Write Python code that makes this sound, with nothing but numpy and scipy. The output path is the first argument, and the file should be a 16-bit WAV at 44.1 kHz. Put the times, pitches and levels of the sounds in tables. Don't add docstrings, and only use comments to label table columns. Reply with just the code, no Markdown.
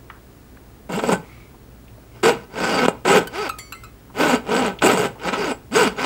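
import sys
import numpy as np
from scipy import signal
from scipy.io import wavfile
from scipy.ndimage import uniform_filter1d

SR = 44100
rng = np.random.default_rng(int(sys.argv[2]) if len(sys.argv) > 2 else 0)


def put_to_file(sound):
    columns = np.atleast_2d(sound).T
    safe = np.clip(columns, -1, 1)
    whole_steps = np.round(safe * 32767)
    wavfile.write(sys.argv[1], SR, whole_steps.astype(np.int16))


N = 267069

# ring of strip and frame, hiss of the blade, rasp of the strip's edge, flex tone;
# unevenness 0-1, screw ticks in dB relative to the pin.
STROKES = [ (0.886, 0.035, .21, 0.091, -29, 9, 224, 0.18, .15, .06, -11, -15, -18.5, -6, 0.55, -15),
           (2.117, 0.04, 0.057, .01, -48.5, -2, 300, 0.078, .04, .04, -7, -17, -14, -16, 0.5, -25),
           (2.226, .012, 0.058, 0.098, -15.5, 1, 435, 0.066, .09, 0.059, -4.5, -15, -16.5, -17.5, 0.68, -15.5),
           (2.376, .03, 0.038, 0.052, -48, 1, 213, 0.011, .05, 0.057, -4, -22, -10, -1.5, 0.65, -28),
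           (2.491, .12, 0.25, .015, -23, 5, 282, 0.28, 0.26, .12, -5.5, -20.5, -15, -34, 0.6, -22),
           (3.043, 0.042, .1, 0.08, -15, 0, 480, .11, .12, 0.061, -4, -15, -17, -11, 0.63, -16.5),
           (3.288, 0.072, 0.12, 0.025, -28.5, 0.5, 415, 0.12, 0.089, 0.075, -2, -18, -13, -43, 0.16, -22.5),
           (4.137, 0.074, 0.14, 0.071, -17.5, -0.5, 303, 0.14, .11, 0.097, -5, -14.5, -17, -15, 0.54, -19),
           (4.434, .09, 0.16, .1, -17.5, -2.5, 261, .15, 0.091, .12, -7.5, -22.5, -20.5, -18.5, .45, -19.5),
           (4.806, 0.034, 0.22, 0.083, -14.5, -7, 410, 0.089, 0.054, 0.039, -6.5, -14, -18.5, -12.5, 0.67, -15),
           (5.169, .09, 0.26, 0.047, -24.5, 0.5, 393, 0.25, 0.091, .085, -5.5, -21.5, -15.5, -23, 0.55, -22.5),
           (5.708, .06, .11, 0.083, -16.5, -6.5, 494, 0.085, .05, 0.068, -1.5, -12.5, -11.5, -7.5, 0.4, -12.5),
           (5.948, 0.045, 0.065, .01, -25.5, 4, 287, 0.12, .08, 0.09, -2.5, -20, -15, -48, 0.59, -24)]
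# start in s, peak in dB before SNAG_TRIM_DB, ring and hiss in dB
# relative to the pin, decay time t60 in s (at least 0.01).
SNAGS = [(0.892, -10, -11.5, -22, 0.14), (0.93, -7.5, -1, -27, 0.2), (0.989, -5, -5, -30, 0.066),
         (1.036, -6.5, -4.5, -31, 0.2), (1.091, 1, -14, -33, 0.032), (1.119, 0.5, -8, -14, 0.1),
         (1.129, -6, 14, -15, .039), (2.231, -4.5, -1, -8, 0.061), (2.573, -13.5, 1, -23, 0.075),
         (2.638, -5.5, 16, 2, 0.049), (2.786, 1.5, 0.5, -15.5, 0.046), (2.881, -3, -5.5, -10.5, 0.075),
         (3.051, -1, -1.5, -16, .094), (4.821, 3, 1, -18, 0.045), (4.859, 5, -1, -6.5, 0.041),
         (4.892, 0, -2, -19, .17), (5.047, -9.5, 0, -17, 0.045), (5.283, -4, 10, -18, 0.065),
         (5.33, -6.5, 9, -15, 0.091), (5.411, -25, 5, -12, .06), (5.761, -23, 6, -15, .08)]
# start in s, peak in dB, centre in Hz, t60 in s.
BENCH_TAPS = [(.099, -29.5, 2360, 0.03), (0.099, -26, 1290, 0.043), (.102, -41, 1300, 0.49),
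              (.569, -40, 1470, 0.033), (1.542, -40, 900, 0.039), (1.879, -43, 2600, 0.04),
              (1.979, -37.5, 600, 0.031), (4.098, -36.5, 980, 0.085), (4.788, -27, 2940, 0.04),
              (5.156, -34.5, 775, 0.084), (5.197, -37, 2500, 0.04)]
# start in s, ring in dB, tilt in dB per octave,
# ring time as a factor, tick in dB.
PINGS = [(3.271, -35, -1, 0.43, -21.5), (3.491, -33, -3, 0.57, -21), (3.492, -28, -1.5, 0.61, -44),
         (3.585, -42, 0, 1.57, -24), (3.587, -31.5, -2, 0.62, -32), (3.722, -34, -1.5, 0.86, -27),
         (3.746, -36.5, -4.5, 1.3, -46), (3.834, -44.5, -4, 0.3, -39), (3.836, -46, -2.5, 1.2, -53)]
MODES_HZ = [(1120, 2218, 3321, 4522, 5857, 7208, 7327, 10660, 13170),
            (1055, 2073, 3063, 4110, 6476, 7779, 9127, 10520, 12040, 13670),
            (1314, 2640, 4050, 4608, 5500, 7400, 9900, 11500)]
PING_PITCH = [(2, 1.15, 6), (0, 1.118, 3), (2, .997, 5), (0, 1, 0), (1, 1, 3), (2, 1.012, 3), (1, 1, 4),
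              (0, 1.133, 4), (2, .995, 4)]
# pairs of level in dB before tilt and muting,
# t60 in s before the ring-time factor.
MODE_DECAYS = [
    [(0, 0.68), (-4.5, 0.61), (1.5, 0.088), (1.5, 0.31), (-10, 0.48), (4.5, 0.18), (6, 0.064), (-6, 0.25),
     (-14, .15)],
    [(-27, 0.36), (-6, 0.29), (-20, 0.7), (-5, 0.08), (-24, 0.31), (-7, .32), (-8.5, 0.24), (-19, 0.2),
     (-13, 0.2), (-15, .14)],
    [(7, 0.15), (2.5, 0.14), (-1, 0.14), (-7, 0.12), (-12, 0.04), (4, 0.077), (-20, .04), (5, 0.058)],
]
# frequency in Hz, width in Hz, level in dB on the hiss
CHATTER_RINGS = [(2840, 160, 1), (6880, 240, -8.5), (7400, 290, -5), (8050, 190, -15), (10010, 60, -17),
                 (11770, 420, -17), (13300, 1000, -12)]
# frequency in Hz, width in Hz, level in dB on the rasp.
EDGE_RINGS = [(1275, 23, -5.5), (1454, 20, -25.5), (2536, 27, -11), (2790, 37, -21), (4657, 52, -4),
              (4875, 160, -6), (5120, 270, -7.5)]
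# frequency in Hz, relative density in dB per Hz.
BODY_SPECTRUM = [(47, -64), (80, -38.5), (162, 1), (350, -2), (391, 2.5), (649, -3), (809, -6.5),
                 (1150, -17), (1500, -8), (1670, -19), (2130, -14.5), (5620, -29.5), (8000, -17),
                 (10700, -40.5), (15500, -47)]
# frequency in Hz, width in Hz, lift in dB.
BODY_RINGS = [(128.6, 8.8, 8.5), (440, 47, 5), (808.4, 22, 6.5), (982, 166, 9), (1298, 54, 8.5),
              (1528, 23, 8), (2210, 60, 4), (2460, 65, 6.5), (2794, 52, 9), (3260, 26, 4.5),
              (5830, 630, -4), (9030, 270, 16), (9850, 1100, -15), (12800, 1800, 9.5)]
# frequency in Hz, relative density in dB per Hz.
ROOM_SPECTRUM = [(15, -43), (25, -23), (59, 0), (86, -18.5), (113, -1.5), (152, -13.5), (267, -11),
                 (313, -15.5), (349, -13), (523, -20.5), (1570, -29), (2920, -35), (3830, -37),
                 (13900, -41.5), (15500, -40)]
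# frequency in Hz, level in dB rms before the waver of the hum.
TONES = [(60, -53), (120, -58), (15681, -63.5)]
# time in s, change in dB.
STICKS = [(1.011, -12), (1.058, -8), (2.869, 2), (4.282, -1), (4.953, -3.5), (5.272, 1), (5.311, -6.5),
          (5.367, -4)]
# start in s, peak in dB.
BUMPS = [(1.0378, -8), (2.8835, 1)]
# ring, hiss, rasp, tone and screw, in dB per dB.
DULLING = (.15, 0.2, 0.25, -0.26, 0.51)
# rate in Hz, width in Hz, lift in dB.
FLEX = [(250, 35, 9), (430, 72, 8)]
# frequency in Hz, relative level in dB, t60 in s.
SCREW_MODES = [(7400, 10, 0.0044), (7860, 10, .011), (8800, -9, 0.011), (9570, -21, 0.056)]
# start in s, initial level in dB, frequency in Hz,
# t60 in s (at least 0.01).
CLINKS = [(2.587, -35, 6690, .06), (2.644, -23.5, 7540, .04), (3.179, -36, 8100, 0.035),
          (4.204, -39, 7900, 0.042), (4.663, -23, 8030, .025), (5.454, -33, 6650, .05),
          (5.456, -47, 9900, .06), (5.503, -45, 9940, 0.17), (5.514, -29.5, 8040, 0.057),
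          (5.524, -39.5, 7700, .15), (5.761, -18.5, 6500, .05), (5.965, -45, 6760, 0.1)]
# start in s, length in s, level in dB.
SLIDES = [(1.202, 0.41, -59), (2.1, .13, -67)]
# frequency in Hz, width in Hz, level in dB.
SLIDE_RINGS = [(1260, 220, 1), (2170, 220, 7), (3300, 900, -22), (4670, 270, -21)]

REST_DB, ATTACK_BEND, RELEASE_BEND = -27.5, 1.3, 0.73
SLOW_PER_S = 150
STICK_S = 0.016
WOBBLE, WOBBLE_S, FLUTTER_DB = .12, .025, 7.5
BROAD_HISS_DB = -7.5
PATCHY_DB = 3
SCREW_PER_S, SCREW_BUSY, SCREW_BURST_S = 115, .55, .035
SNAG_BLOW, SNAG_TRIM_DB = 2.46, -8.0
BUZZ, BUZZ_S, BUZZ_HZ = 1.3, 0.017, 175
ROOM_DB, ECHO_DB = -45.5, -19.0
EDGE_HZ = 16000


def strokes(parts):
    out = np.zeros(N)
    for s, attack_s, hold_s, release_s, thud_db, lean_db, *swing, ring, hiss, rasp, flex, uneven, ticking in STROKES:
        t = np.arange(0, attack_s + hold_s + 1.5 * release_s, 1 / SR)
        under_db, lean, per_s = motion(t, attack_s, hold_s, release_s, lean_db, *swing)
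        pin_db = thud_db + lean + under_db
        relative = zip((ring, hiss, rasp, flex, ticking), DULLING)
        ring_db, hiss_db, rasp_db, tone_db, screw_db = (rel_db + loss * under_db for rel_db, loss in relative)
        flex_db = sum(lift_db / (1 + (2 * (per_s - f) / w) ** 2) for f, w, lift_db in FLEX)
        uneven = np.clip(uneven, 0, 1)
        wobbled_per_s = per_s * (1 + WOBBLE * uneven * wobble(len(t)))
        knocks, tone, grits = teeth(wobbled_per_s, uneven)
        tone_db = pin_db + tone_db + flex_db + FLUTTER_DB * uneven * wobble(len(t))
        fade = signal.windows.tukey(len(t), .03) * grip(s + t)

        add(out, s, amp(tone_db) * tone * fade)
        add(out, s, amp(pin_db + rasp_db) * fade * edge(grits[1]))
        hiss_drive = (grits[2] + 0.52 * knocks) * amp(pin_db + hiss_db) * fade
        add(out, s, chatter(hiss_drive))
        ticks, tick = screw(len(t))
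        add(out, s, signal.oaconvolve(ticks * amp(pin_db + screw_db) * fade, tick))

        levels_db = (pin_db - 0.5, pin_db + ring_db, pin_db + hiss_db + BROAD_HISS_DB)
        for response, level_db, more_grit, grit in zip(parts, levels_db, (.1, .3, .6), grits):
            share = np.clip(uneven + more_grit, 0, 1)
            drive = np.sqrt(1 - share) * knocks + np.sqrt(share) * grit
            add(out, s, signal.oaconvolve(drive * amp(level_db) * fade, response))
    return out


def motion(t, attack_s, hold_s, release_s, lean_db, top_per_s, top_s, rise_s, fall_s):
    before = np.clip(1 - t / attack_s, 0, 1) ** ATTACK_BEND
    after = np.clip((t - attack_s - hold_s) / release_s, 0, 1.5) ** RELEASE_BEND
    lean = lean_db * np.clip((t - attack_s) / hold_s, 0, 1)
    width_s = np.where(t < top_s, rise_s, fall_s)
    per_s = SLOW_PER_S + (top_per_s - SLOW_PER_S) * np.exp(-((t - top_s) / width_s) ** 2)
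    return REST_DB * (before + after), lean, per_s


def grip(t):
    return amp(sum(db * np.exp(-((t - s) / STICK_S) ** 2) for s, db in STICKS))


def teeth(per_s, uneven, spread_db=4, wander=.06, grit_per_s=9000, grit_db=3):
    n = len(per_s)
    drift = evened(uniform_filter1d(rng.standard_normal(n), size=150))
    turns = np.cumsum(per_s * (1 + wander * uneven * drift)) / SR
    hits = np.diff(np.floor(turns), prepend=0) > 0
    knocks = hits * amp(spread_db * uneven * rng.standard_normal(n)) * np.sqrt(SR / per_s)
    tone = np.sqrt(2) * np.cos(2 * np.pi * turns)
    size = amp(grit_db * np.minimum(rng.exponential(1, (3, n)), 4))
    chips = (rng.random((3, n)) < grit_per_s / SR) * rng.standard_normal((3, n)) * size
    chips = chips + .5 * chips[1]
    grit = evened(chips * (.5 + np.exp(-(turns % 1) / .4)))
    return evened(knocks), tone, grit


def edge(grit):
    out = 0
    for hz, width, db in EDGE_RINGS:
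        ringing = evened(signal.lfilter(*signal.iirpeak(hz, hz / width, SR), grit))
        out = out + amp(db + PATCHY_DB * wobble(len(grit))) * ringing
    return out


def chatter(drive, depth_db=6):
    out, drive = 0, np.pad(drive, (0, 3000))
    for hz, width, db in CHATTER_RINGS:
        contact = np.repeat(rng.standard_normal(len(drive) // 1200 + 1), 1200)[:len(drive)]
        contact = uniform_filter1d(np.clip(contact, -1.5, 1.3), size=100)
        b, a = signal.iirpeak(hz, hz / width, SR)
        gain = amp(db + depth_db * (contact - 1)) * np.sqrt(SR / np.pi / width)
        out = out + signal.lfilter(b, a, drive * gain)
    return out


def screw(n):
    drift = evened(uniform_filter1d(rng.standard_normal(n), size=300))
    turns = np.cumsum(SCREW_PER_S * (1 + .5 * drift)) / SR
    ticks = np.diff(np.floor(turns), prepend=0) > 0
    slot = max(round(SCREW_BURST_S * SR), 1)
    busy = np.repeat(rng.random(200) < SCREW_BUSY, slot)[:n]
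    t = np.arange(2500) / SR
    tick = sum(amp(db - 60 * t / t60) * np.sin(2 * np.pi * hz * t) for hz, db, t60 in SCREW_MODES)
    tick = tick * (1 - np.exp(-t / 0.0003))
    sized_ticks = ticks * busy * amp(2.3 * rng.standard_normal(n))
    return sized_ticks, tick * np.sqrt(SR / SCREW_PER_S) / np.linalg.norm(tick)


def wobble(n):
    slow = uniform_filter1d(rng.standard_normal(n), max(round(WOBBLE_S * SR), 1))
    return evened(uniform_filter1d(slow, max(round(WOBBLE_S * SR / 2), 1)))


def body():
    hz = np.fft.rfftfreq(8192, 1 / SR)
    lift = sum(lift_db / (1 + (2 * (hz - f) / w) ** 2) for f, w, lift_db in BODY_RINGS)
    db = read(BODY_SPECTRUM, hz) + lift
    low, high = 1 / (1 + (hz / 1150) ** 8), 1 / (1 + (5500 / (hz + 1)) ** 8)
    parts = []
    for share in (low, 1 - low - high, high):
        log_gain = np.log(np.maximum(amp(db) * np.sqrt(abs(share)), 1e-5))
        circle = np.concatenate([log_gain, log_gain[-2:0:-1]])
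        response = np.fft.ifft(np.exp(np.conj(signal.hilbert(circle)))).real[:4096]
        parts.append(response / np.linalg.norm(response))
    return parts


def snags(parts):
    out, t = np.zeros(N), np.arange(5000) / SR
    for s, db, ring_db, hiss_db, t60 in SNAGS:
        decay = amp(-60 * t / max(t60, .01))
        rattle = rng.standard_normal(len(t)) * decay * (1 - np.exp(-t / 0.0024)) * 0.71
        rattle[0] = SNAG_BLOW
        levels_db = (0, ring_db, hiss_db)
        sound = sum(amp(g_db) * signal.oaconvolve(rattle, p) for p, g_db in zip(parts, levels_db))
        add(out, s, amp(db + SNAG_TRIM_DB) * sound / abs(sound).max())
    return out


def bumps(parts):
    out, sound = np.zeros(N), parts[0] + amp(-12.0) * parts[1] + amp(-25.5) * parts[2]
    for s, db in BUMPS:
        add(out, s, amp(db) * sound / abs(sound).max())
    return out


def pings():
    out, t = np.zeros(N), np.arange(SR // 2) / SR
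    rise = 1 - np.exp(-t / .003)
    for (s, db, tilt_db, lasting, tick_db), pitch in zip(PINGS, PING_PITCH):
        tick = amp(tick_db - 60 * t / .03) * rng.standard_normal(len(t))
        add(out, s, rise * (amp(db) * blade_modes(*pitch, tilt_db, lasting, t) + tick))
    return out


def blade_modes(family, tension, muted, tilt_db, lasting, t):
    hz = np.array(MODES_HZ[family])[:, None]
    db, t60 = np.transpose(MODE_DECAYS[family])[:, :, None]
    level_db = db + tilt_db * np.log2(hz / 2000) - 60 * t / (t60 * lasting)
    level_db[muted] -= 15
    noise = rng.standard_normal(level_db.shape)
    rough = evened(signal.lfilter(*signal.butter(2, BUZZ_HZ, fs=SR), noise))
    buzz = 1 + BUZZ * np.exp(-t / BUZZ_S) * rough
    sines = np.sin(2 * np.pi * (hz * tension * t + rng.random(hz.shape)))
    return (amp(level_db) * buzz * sines).sum(0)


def clinks():
    out, t = np.zeros(N), np.arange(8000) / SR
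    for s, db, hz, t60 in CLINKS:
        add(out, s, amp(db - 60 * t / max(t60, .01)) * np.sin(2 * np.pi * hz * t))
    return out


def slides():
    out = np.zeros(N)
    for s, length, db in SLIDES:
        noise = rng.standard_normal(SR // 2)
        sound = 0
        for hz, width, ring_db in SLIDE_RINGS:
            ringing = evened(signal.lfilter(*signal.iirpeak(hz, hz / width, SR), noise))
            sound = sound + amp(ring_db) * ringing
        progress = np.clip(np.arange(len(noise)) / SR / length, 0, 1)
        swell = np.sin(np.pi * progress ** 0.56) ** 2
        add(out, s, amp(db) * sound * swell)
    return out


def taps():
    out, t = np.zeros(N), np.arange(4000) / SR
    for s, db, hz, t60 in BENCH_TAPS:
        burst = rng.standard_normal(len(t)) * amp(-60 * t / max(t60, .01)) * (1 - np.exp(-t / .001))
        band = signal.butter(2, (hz * .75, hz * 1.25), "band", fs=SR, output="sos")
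        sound = signal.sosfilt(band, burst) + 0.01 * burst
        add(out, s, amp(db) * sound / abs(sound).max())
    return out


def walls(x, t60=0.31):
    at = np.arange(300, SR // 2, 22)
    echoes = np.zeros(SR // 2 + 22)
    signs = rng.choice([-1., 1.], len(at))
    echoes[at + rng.integers(0, 22, len(at))] = signs * amp(-60 * at / SR / t60)
    echoes = signal.lfilter([1], [1, -.6], echoes)
    return signal.oaconvolve(x, echoes / np.linalg.norm(echoes))[:N]


def workshop():
    frames, hz = N // 1024 + 6, np.fft.rfftfreq(4096, 1 / SR)
    a, b = rng.standard_normal((frames, 2049, 2)).T
    spectra = (a + 1j * b) * amp(read(ROOM_SPECTRUM, hz))[:, None]
    noise = signal.istft(spectra, nperseg=4096, noverlap=3072)[1][:N]
    t = np.arange(N) / SR
    waver = 1 + 0.25 * np.sin(2 * np.pi * (9.3 * t + 2 * np.sin(2 * np.pi * 4.6 * t)))
    tones = 0
    for f, db in TONES:
        swing = waver if f < 1000 else 1
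        tones = tones + swing * np.sqrt(2) * amp(db) * np.sin(2 * np.pi * f * t)
    return amp(ROOM_DB) * evened(noise) + tones


def amp(db):
    return 10 ** (np.asarray(db) / 20)


def evened(x):
    return x / np.sqrt(np.mean(x ** 2) + 1e-20)


def read(points, hz):
    f, value = np.transpose(points)
    return np.interp(np.log(hz + 1), np.log(f + 1), value)


def add(mix, s, sound):
    part = mix[round(s * SR):][:len(sound)]
    part += sound[:len(part)]


def scene():
    parts = body()
    saw = strokes(parts) + snags(parts) + bumps(parts) + taps() + pings() + clinks() + slides()
    return (saw + amp(ECHO_DB) * walls(saw) + workshop())[None]


def record(dry):
    clipped = np.clip(dry, -1, 1)
    low_pass = signal.firwin(511, EDGE_HZ, window=("kaiser", 9), fs=SR)
    return signal.oaconvolve(clipped, low_pass[None], "same")


dry = scene()
out = record(dry)
put_to_file(out)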